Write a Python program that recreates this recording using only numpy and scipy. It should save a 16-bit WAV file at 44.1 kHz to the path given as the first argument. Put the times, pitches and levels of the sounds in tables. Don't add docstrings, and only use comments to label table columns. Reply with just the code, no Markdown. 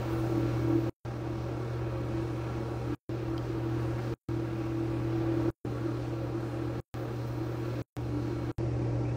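import sys
import numpy as np
from scipy import signal
from scipy.fft import rfft, irfft
from scipy.io import wavfile
from scipy.ndimage import uniform_filter1d

SR = 44100
rng = np.random.default_rng(int(sys.argv[2]) if len(sys.argv) > 2 else 0)


def amplitude_ratio(level_db):
    exponent = np.asarray(level_db, float) / 20
    return 10 ** exponent


def digitize_waveform(pressure):
    field = np.atleast_2d(pressure).T
    bounded = np.clip(field, -1, 1)
    quanta = np.round(bounded * 32767).astype(np.int16)
    wavfile.write(sys.argv[1], SR, quanta)


N = 403956
T = np.arange(N) / SR
BIN_HZ = np.arange(N // 2 + 1) * SR / N
MAINS_HZ, SHAFT_HZ, ROTOR_HZ = 60, 36.83, 58.995

# (start [s], end [s], motor hum [dB], creep of gain [dB/s], starting jump [-1..1])
PASSAGES = [
    (0, 0.8964, -33, -1, 0),
    (1.0497, 2.9506, -37, 0.87, -0.0091),
    (3.0932, 4.1407, -37, 2.5, -0.014),
    (4.287, 5.505, -37, 2.24, -0.016),
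    (5.649, 6.8037, -36.8, 0.56, -0.0092),
    (6.9414, 7.8198, -36.5, 0.3, -0.047),
    (7.9667, 8.517, -37.5, 3, 0.053),
    (8.583, 9.2, -32.5, -1, -0.027),
]
# (blade tone [dB], tone one turn below it [dB], top hiss [dB], rotor [dB], whine [dB])
SPOT_LEVELS = [
    (-2.5, -9, -35, 2, 1.5),
    (-10.5, -14, -39, 2.5, 1.5),
    (-3.5, -12.5, -38, -3.5, -3.5),
    (-3, -8, -38, -1.5, -2),
    (-7, -9.5, -38, -3, 2),
    (-15.5, -14, -34, 1, 5),
    (-6, -6.5, -39, 0, 3),
    (-15, -11, -54.5, -8, -20),
]
# (time [s], change of blade tone [dB], change of tone one turn below it [dB])
BLADE_GUSTS = [(0.0, -16, -11), (0.11, 3.5, -2), (0.23, 0, -8.5), (0.39, 3.5, 3.5), (0.55, -5.5, -10),
               (0.74, 4.5, 6.5), (1.4, 9.5, -5), (1.82, 6, -5), (2.18, 7, -3), (2.92, 4, 12),
               (3.34, 5.5, 4), (3.9, 4, 0), (4.01, -11, -2.5), (4.47, -4, -2), (4.81, 4.5, 4),
               (5.32, 2, 2.5), (5.73, -4, 4.5), (5.85, 8, 0), (6.42, 5.5, -2), (6.62, 4, 2),
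               (6.77, -11, -11), (7.42, 12, 4), (7.78, -2, 10.5), (8.0, -13, 0), (8.16, -2, 8.5),
               (8.64, 6, -8), (8.8, 3, 2)]
# (multiple [1], level re hum [dB])
SHAFT_HARMONICS = [(1, -24), (2, -12), (3, -23), (6, -29.5)]
# (multiple [1], level [dB])
ROTOR_HARMONICS = [(13, -63), (14, -61.5), (16, -60), (19, -67), (20, -68), (23, -65), (28, -73.5),
                   (37, -70), (38, -66.5), (42, -74.5), (45, -72), (68, -82), (80, -83.5), (90, -87.5),
                   (92, -85), (93, -85), (94, -83.5), (96, -80), (98, -88), (99, -79.5), (107, -84),
                   (110, -85)]
# (frequency [Hz], level [dB])
MOTOR_WHINES = [(4131.5, -72), (9644, -90), (13778, -90)]
# (frequency [Hz], density [dB per Hz])
AIR_SPECTRUM = [(18, -52), (40, -38.5), (100, -33.5), (190, -35), (270, -38.5), (400, -33), (700, -37.5),
                (1050, -42), (1500, -40), (2000, -47), (3300, -52), (4600, -54), (6400, -59), (6600, -62)]
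# (frequency [Hz], density [dB per Hz])
AIR_TREBLE = [(6400, -60), (8300, -65), (9300, -65), (10600, -70.5), (11000, -72.5), (11900, -75),
              (12100, -73.5), (12900, -74.5)]
# (frequency [Hz], width [Hz], level over the air [dB])
RESONANCES = [(57.1, 8.8, 14.5), (74, 10, 4), (147, 17, 7), (172, 22, 7.5), (214, 23.4, 11.5),
              (243, 22, 6.5), (301, 15, 17), (338.2, 34.3, 18), (369.4, 38, 8), (387, 13, 7.5),
              (461.6, 37, 10.5), (539.6, 21.6, 12.5), (576.5, 15, 9), (618, 24, 6.5), (691, 16, 5),
              (754, 39, 6), (794.6, 17, 8.5), (850, 55, 1.5), (940, 24, 7.5), (985, 23, 6), (1080, 50, 3),
              (1131.5, 34, 8), (1180, 16, 6.5), (1250, 77, 2.5), (1350, 46, 6), (1640, 55, -0.5),
              (2400, 98, -11.5), (2480, 140, 0), (2705, 48, 2), (4080, 140, -8.5)]
# (frequency [Hz], gain [dB])
LAST_COLOUR = [(150, 6), (250, 4), (500, 2.5), (900, 2.5), (1400, -3.5), (1800, 2.5), (2400, 4), (3500, -1),
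               (5500, 3.5), (8000, 1.5), (10800, -3.5), (11500, -37)]
# (frequency [Hz], gain [dB])
LAST_DIFFERENCE = [(160, -70), (260, -22), (500, -13), (800, -4.5), (1300, -4), (1900, -18), (2150, -70),
                   (8900, -70), (9200, -8), (10400, -15), (10700, -70)]
# (time [s],
# length [s], centre [Hz], width [Hz], level [dB])
RUBS_AND_SWELLS = [(0, .33, 14400, 2700, -69), (.093, .07, 14400, 2700, -68), (.12, .043, 9700, 800, -70),
                   (.187, .024, 9300, 1500, -66), (.187, .024, 14700, 1500, -71), (.37, .05, 14400, 2700, -71),
                   (.605, .045, 14400, 2700, -71), (.79, .024, 14000, 1800, -69), (6.99, .06, 14400, 2700, -72),
                   (7.268, .026, 14400, 2700, -64), (7.268, .026, 12000, 2000, -79),
                   (3.975, .03, 1700, 1500, -50), (4.55, .17, 2400, 900, -60), (9.05, .07, 2450, 400, -58)]
# (time [s], peak level [dB])
NAIL_TAPS = [
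    (3.3792, -36.5),
    (4.695, -54),
]
# (frequency [Hz], level [dB], decay time t60 [s])
PLASTIC_MODES = [(3180, -1, .022), (3650, -3, .006), (4150, 1, .008), (4750, 1, .01), (9000, -15, .006),
                 (14200, -15, .007)]


def shape(points, hz):
    f, db = np.transpose(points)
    return amplitude_ratio(np.interp(np.log(hz + 1), np.log(f), db))


def noise(gain):
    return irfft(rfft(rng.standard_normal(N)) * gain, N)


def band_noise(hz, width):
    x = noise(abs(BIN_HZ - hz) < width / 2)
    return x / np.sqrt(np.mean(x ** 2))


def walk(rate, smooth=True):
    k = int(SR / rate)
    held = np.repeat(rng.standard_normal(N // k + 1), k)[:N]
    if not smooth:
        return held
    return 1.89 * uniform_filter1d(uniform_filter1d(held, k), k)


def tone(hz, wander_db, wander_rad, rate=6.):
    phase = 2 * np.pi * (hz * T + rng.random()) + wander_rad * walk(rate)
    return np.sqrt(2) * amplitude_ratio(wander_db * walk(rate)) * np.sin(phase)


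def gusts():
    half_width_s = .05
    s, *changes_db = np.transpose(BLADE_GUSTS)
    coarse = T[::64]
    bell = np.exp(-((coarse - s[:, None]) / half_width_s) ** 2)
    return [np.interp(T, coarse, db @ bell) + 1.2 * walk(9.0) for db in changes_db]


def hum():
    return tone(2 * MAINS_HZ, 0.37, 0.074) + amplitude_ratio(-25.0) * tone(4 * MAINS_HZ, 2.5, .4)


def shaft():
    return sum(amplitude_ratio(db) * tone(k * SHAFT_HZ, 1.5, 0.36) for k, db in SHAFT_HARMONICS)


def blades(blade_db, below_db):
    wheel = 2 * np.pi * SHAFT_HZ * T + .02 * walk(4.1)
    out = 0
    for k, db in [(8, below_db + 0.5), (9, blade_db), (10, blade_db - 18.5)]:
        out = out + np.sqrt(2) * amplitude_ratio(db) * np.cos(k * wheel + 0.13 * walk(8.))
    return out


def rotor():
    return sum(amplitude_ratio(db + 31.0) * tone(k * ROTOR_HZ, 2.3, 0.44) for k, db in ROTOR_HARMONICS)


def whine():
    return sum(amplitude_ratio(db + 34.0) * tone(hz, 1.2, 0.63, rate=14.) for hz, db in MOTOR_WHINES)


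def air(last):
    rings = 1
    for f, width, db in RESONANCES:
        rings = rings + amplitude_ratio(db) ** 2 / (1 + ((BIN_HZ - f) / (width / 2)) ** 4)
    treble = shape(AIR_TREBLE, BIN_HZ) * (BIN_HZ < 13050)
    gain = np.sqrt(rings) * np.where(BIN_HZ < 6500, shape(AIR_SPECTRUM, BIN_HZ), treble)
    reference = (BIN_HZ > 900) & (BIN_HZ < 9000)
    gain = gain / np.sqrt(np.sum(gain[reference] ** 2) / len(BIN_HZ))
    colour = shape(LAST_COLOUR, BIN_HZ)
    octave = np.log2(BIN_HZ / 20 + 1e-3)
    turn = np.cos(2 * np.pi * SHAFT_HZ * T)
    mid = 0
    for k in range(11):
        band = gain * np.sqrt(np.clip(1 - abs(octave - k), 0, 1))
        throb = 1 + turn * (.3 if k == 4 else .09 if k < 8 else .04)
        rush = np.where(last, noise(band * colour), noise(band))
        mid = mid + throb * amplitude_ratio(0.78 * walk(9.)) * rush
    side = last * noise(gain * colour * shape(LAST_DIFFERENCE, BIN_HZ))
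    return mid, side


def top_hiss():
    return amplitude_ratio(1.2 * walk(43., smooth=False)) * band_noise(14300, 2700)


def rubs():
    out = np.zeros(N)
    for s, length, hz, width, db in RUBS_AND_SWELLS:
        out += amplitude_ratio(db) * band_noise(hz, width) * ((T > s) & (T < s + length))
    return out


def taps():
    out = np.zeros(N)
    for s, db in NAIL_TAPS:
        t = np.clip(T - s, 0, 1)
        onset = np.tanh(t / .0003)
        for f, mode_db, t60 in PLASTIC_MODES:
            out += amplitude_ratio(db + mode_db) * np.sin(2 * np.pi * f * t) * onset * 1000. ** (-t / t60)
    return out


def air_edge():
    out = 0
    for hz, bar in [(11100, -.7), (11400, .2), (12800, 1.1)]:
        out = out + amplitude_ratio(-46) * band_noise(hz, 300) * (walk(12., smooth=False) > bar)
    return out


def scene():
    passage = np.searchsorted([row[0] for row in PASSAGES], T, side="right") - 1
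    start, _, hum_db, creep_db, _ = np.array(PASSAGES)[passage].T
    blade_db, below_db, hiss_db, rotor_db, whine_db = np.array(SPOT_LEVELS)[passage].T
    last = passage == len(PASSAGES) - 1
    gain = amplitude_ratio(hum_db + creep_db * (T - start))
    air_gain = amplitude_ratio(np.where(last, -19.5, -13.5))
    blade_gust_db, below_gust_db = gusts()
    motor = hum() + shaft() + blades(blade_db + blade_gust_db, below_db + below_gust_db)
    motor = motor + amplitude_ratio(rotor_db) * rotor() + amplitude_ratio(whine_db) * whine()
    motor = motor * amplitude_ratio(0.57 * walk(8.0))
    mid, side = air(last)
    mid = motor + air_gain * (mid + last * air_edge()) + amplitude_ratio(hiss_db) * top_hiss()
    side = air_gain * side
    return gain * np.array([mid + side, mid - side]) + rubs() + taps()


def dropouts(x, share, lo_hz, hi_hz):
    hz, _, z = signal.stft(x, SR, nperseg=1024)
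    lost = rng.random((len(hz) // 3 + 1, z.shape[-1] // 4 + 1)) < share
    lost = np.kron(lost, np.ones((3, 4)))[:len(hz), :z.shape[-1]]
    lost = lost * ((hz > lo_hz) & (hz < hi_hz))[:, None]
    lost = lost * (abs(z) < 3.5 * np.median(abs(z), axis=-1, keepdims=True))
    return signal.istft(z * (1 - lost), SR, nperseg=1024)[1][..., :N]


def low_pass(x):
    return signal.sosfilt(signal.butter(12, 16470, fs=SR, output="sos"), x)


def record(dry):
    on, smear, hiss = np.zeros(N), np.zeros(N), np.zeros(N)
    dry = dropouts(dry, .035, 3000, 6500)
    jumps = np.zeros_like(dry)
    for start, end, *_, jump in PASSAGES:
        since, after = T - start, T - end
        on += (since >= 0) * np.clip(-after / 0.0014, 0, 1)
        grip = (since >= 0) * np.exp(-np.clip(since, 0, 1) / .0005) * (start > 0)
        jumps += grip * (jump - dry)
        smear += (after > 0) * amplitude_ratio(-26.5) * np.clip(1 - after / 0.047, 0, 1) ** 2
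        smear += (since < 0) * amplitude_ratio(-39.5) * np.clip(1 + since / 0.011, 0, 1) ** 2
        hiss += (after > 0) * (amplitude_ratio(-75.5) * (after < .011) + amplitude_ratio(-99.0) * (after < .085))
        hiss += (since < 0) * (amplitude_ratio(-88) * (since > -.006) + amplitude_ratio(-101) * (since > -.055))
    dull = signal.lfilter([.3], [1, -.7], dry)
    hiss = hiss * amplitude_ratio(3 * walk(90., smooth=False)) * band_noise(11100, 9300)
    top = signal.ellip(10, .1, 60, 15780, fs=SR, output="sos")
    mix = signal.sosfilt(top, on * dry + jumps + smear * dull + hiss)
    return low_pass(mix)


dry = scene()
out = record(dry)
digitize_waveform(out)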